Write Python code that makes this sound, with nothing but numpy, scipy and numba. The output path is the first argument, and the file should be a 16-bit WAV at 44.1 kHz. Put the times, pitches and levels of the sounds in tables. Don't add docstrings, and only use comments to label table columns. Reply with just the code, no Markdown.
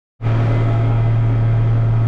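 import sys
import numpy as np
from scipy import signal
from scipy.io import wavfile
from scipy.ndimage import uniform_filter1d
from numba import njit

SR = 44100
rng = np.random.default_rng(int(sys.argv[2]) if len(sys.argv) > 2 else 0)


def gain_from_db(level_db):
    decades = np.asarray(level_db, float) / 20
    return 10 ** decades


def to_wav(s):
    ch = np.atleast_2d(s).T
    pcm = np.round(np.clip(ch, -1, 1) * 32767)
    wavfile.write(sys.argv[1], SR, pcm.astype(np.int16))


N = 91463
TIME_S = np.arange(N) / SR
CYLINDERS = 6


def level(x, db):
    return x * gain_from_db(db) / np.sqrt(np.mean(x ** 2))


@njit
def resonator(x, hz, width):
    y = np.empty(len(x))
    band_state, low_state = 0., 0.
    g, damping = np.tan(np.pi * hz / SR), width / hz
    for i in range(len(x)):
        v = (band_state + g * (x[i] - low_state)) / (1 + g * (g + damping))
        band_state = 2 * v - band_state
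        low_state = low_state + 2 * g * v
        y[i] = damping * v
    return y


def band(x, hz, width):
    hz, width = float(hz), float(width)
    return resonator(resonator(x, hz, width), hz, width)


def walk(rate_hz):
    hold = int(SR / rate_hz)
    steps = np.repeat(rng.standard_normal(N // hold + 1), hold)
    drift = uniform_filter1d(uniform_filter1d(steps, hold), hold)[:N]
    return (drift - drift.mean()) / drift.std()


def tone(turns, db):
    return np.sqrt(2) * gain_from_db(db) * np.cos(2 * np.pi * turns)


def tyres():
    bounce = band(rng.standard_normal(N), 26.4, 18)
    swell = np.sqrt(uniform_filter1d(bounce ** 2, int(.09 * SR)))
    rumble = level(bounce / (swell + 0.27 * bounce.std()), -25.5)
    shake = level(band(rng.standard_normal(N), 78.5, 190), -43)
    return rumble + shake


def gravel(hz):
    centre_hz, spread_octaves, fade_s, boost_db = 3500, 0.88, .5, 4
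    share = np.exp(-(np.log2(hz / centre_hz) / spread_octaves) ** 2)
    patch = np.exp(-(TIME_S / fade_s) ** 2) - 0.25
    return gain_from_db(boost_db * share * patch)


CYLINDER_KNOCK = [0, -1.5, -.8, -2, -.4, -1.5]


def knock(firings, hz):
    firing = np.floor(firings).astype(int) + 1
    scatter_db = 1.5 * rng.standard_normal(N // 100)
    strength = gain_from_db(np.array(CYLINDER_KNOCK)[firing % CYLINDERS] + scatter_db[firing])
    depth = .45 / (1 + (hz / 1800) ** 2)
    burst = strength * np.exp(-(firings % 1) / .35)
    return (1 - depth + depth * burst) * rng.standard_normal(N)


# (frequency [Hz], level per hertz [dB])
RUSH_TILT = [(140, 1.5), (230, -10), (420, -2), (880, -15.5), (1800, -16), (4000, -33.5), (7000, -45),
             (13500, -57)]


def rush(firings):
    out, swell_db = 0, 0.65 * walk(1.8)
    tilt_hz, tilt_db = np.array(RUSH_TILT).T
    for k in range(21):
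        hz = 140 * 2 ** (k / 3)
        db = np.interp(np.log(hz), np.log(tilt_hz), tilt_db) + 10 * np.log10(hz)
        noise = level(band(knock(firings, hz), hz, hz / 3), db)
        flicker_db = 1.05 * walk(11)
        out = out + noise * gravel(hz) * gain_from_db(swell_db + flicker_db)
    return level(out, -31.5)


# (frequency [Hz], width [Hz], level [dB])
PANEL_MODES = [(267.5, 22, -39), (340.3, 120, -38.5), (591, 83, -43.5), (669.4, 35, -44.5),
               (812.6, 35, -43), (967, 27, -48.5), (1183, 200, -46.5), (1343, 190, -46.5),
               (2046, 88, -54.5), (2376, 300, -50.5), (3210, 190, -57.5), (3610, 250, -63), (4510, 94, -72),
               (6620, 300, -75)]


def panels(firings):
    out = 0
    for hz, width_hz, db in PANEL_MODES:
        ring = level(band(knock(firings, hz), hz, width_hz), db)
        out = out + ring * gravel(hz) * gain_from_db(1.2 * walk(6))
    return out


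WHINE_PITCH = [275.8, 408, 551.4, 827, 956, 1103, 1222, 1285, 1588, 2043, 2136, 3170, 3267, 3622, 4970,
               6370]
# (level [dB], unsteadiness [dB])
WHINE_LEVEL = [(-37, 3.5), (-45.5, 2.5), (-46, 3), (-49, 0.5), (-49.5, 4), (-54, 5.5), (-53.5, 1),
               (-44.5, -1.5), (-52.5, 2), (-50.5, 3), (-57, 4.5), (-63, -2.5), (-59, 1), (-69.5, 1),
               (-79.5, 2.5), (-83, 1.5)]


def whines():
    out = 0
    for hz, (db, waver_db) in zip(WHINE_PITCH, WHINE_LEVEL):
        turns = np.cumsum(hz * (1 + .0015 * walk(14))) / SR + rng.random()
        out = out + tone(turns, db + waver_db * walk(11))
    return out


# (multiple of the engine cycle [ratio], level [dB])
CRANK_ORDERS = [(8, -38.5), (9, -41.5), (10, -43.5), (12, -38), (14, -44.5), (18, -49), (20, -46),
                (22, -51), (24, -51), (31, -46.5), (32, -54), (36, -39), (38, -50), (39, -50.5),
                (56, -54.5), (72, -54.5), (74.9, -58), (81, -57.5), (49, -49.5), (175, -65)]


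def crank(firings, load):
    out = 0
    for order, db in CRANK_ORDERS:
        turns = firings * round(order) / CYLINDERS + rng.random()
        line = tone(turns, db + 1.8 * walk(8.2))
        out = out + line * (load if order > 12.5 else 1)
    return out


def boom(firings):
    rise_db = 0.83 * (TIME_S - 1)
    return tone(firings, -15 + rise_db + 0.27 * walk(12))


def count_firings():
    firing_hz, first_peak_s = 113.36, .0054
    return np.cumsum(firing_hz * (1 + 0.00053 * walk(6))) / SR - firing_hz * first_peak_s


# (time [s], level [dB])
LOAD_CURVE = [
    (.2, -1),
    (.3, 2),
    (.55, 3),
    (.8, 1.5),
    (1.05, -0.5),
    (1.4, -2),
    (1.75, -2.5),
    (2.07, -3),
]


def scene():
    firings = count_firings()
    load = gain_from_db(np.interp(TIME_S, *np.array(LOAD_CURVE).T))
    padding = signal.butter(3, 9700, fs=SR, output="sos")
    padded = signal.sosfilt(padding, rush(firings) + panels(firings) + whines())
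    return (tyres() + load * padded + crank(firings, load) + boom(firings))[None]


def roll_off(x):
    return signal.sosfilt(signal.butter(12, 15700, fs=SR, output="sos"), x)


def record(dry):
    fade_start_s, fade_s = 0.19, 0.078
    fade = np.clip((TIME_S - fade_start_s) / fade_s, 0, 1) ** 1.73
    return roll_off(np.tanh(dry) * fade)


dry = scene()
out = record(dry)
to_wav(out)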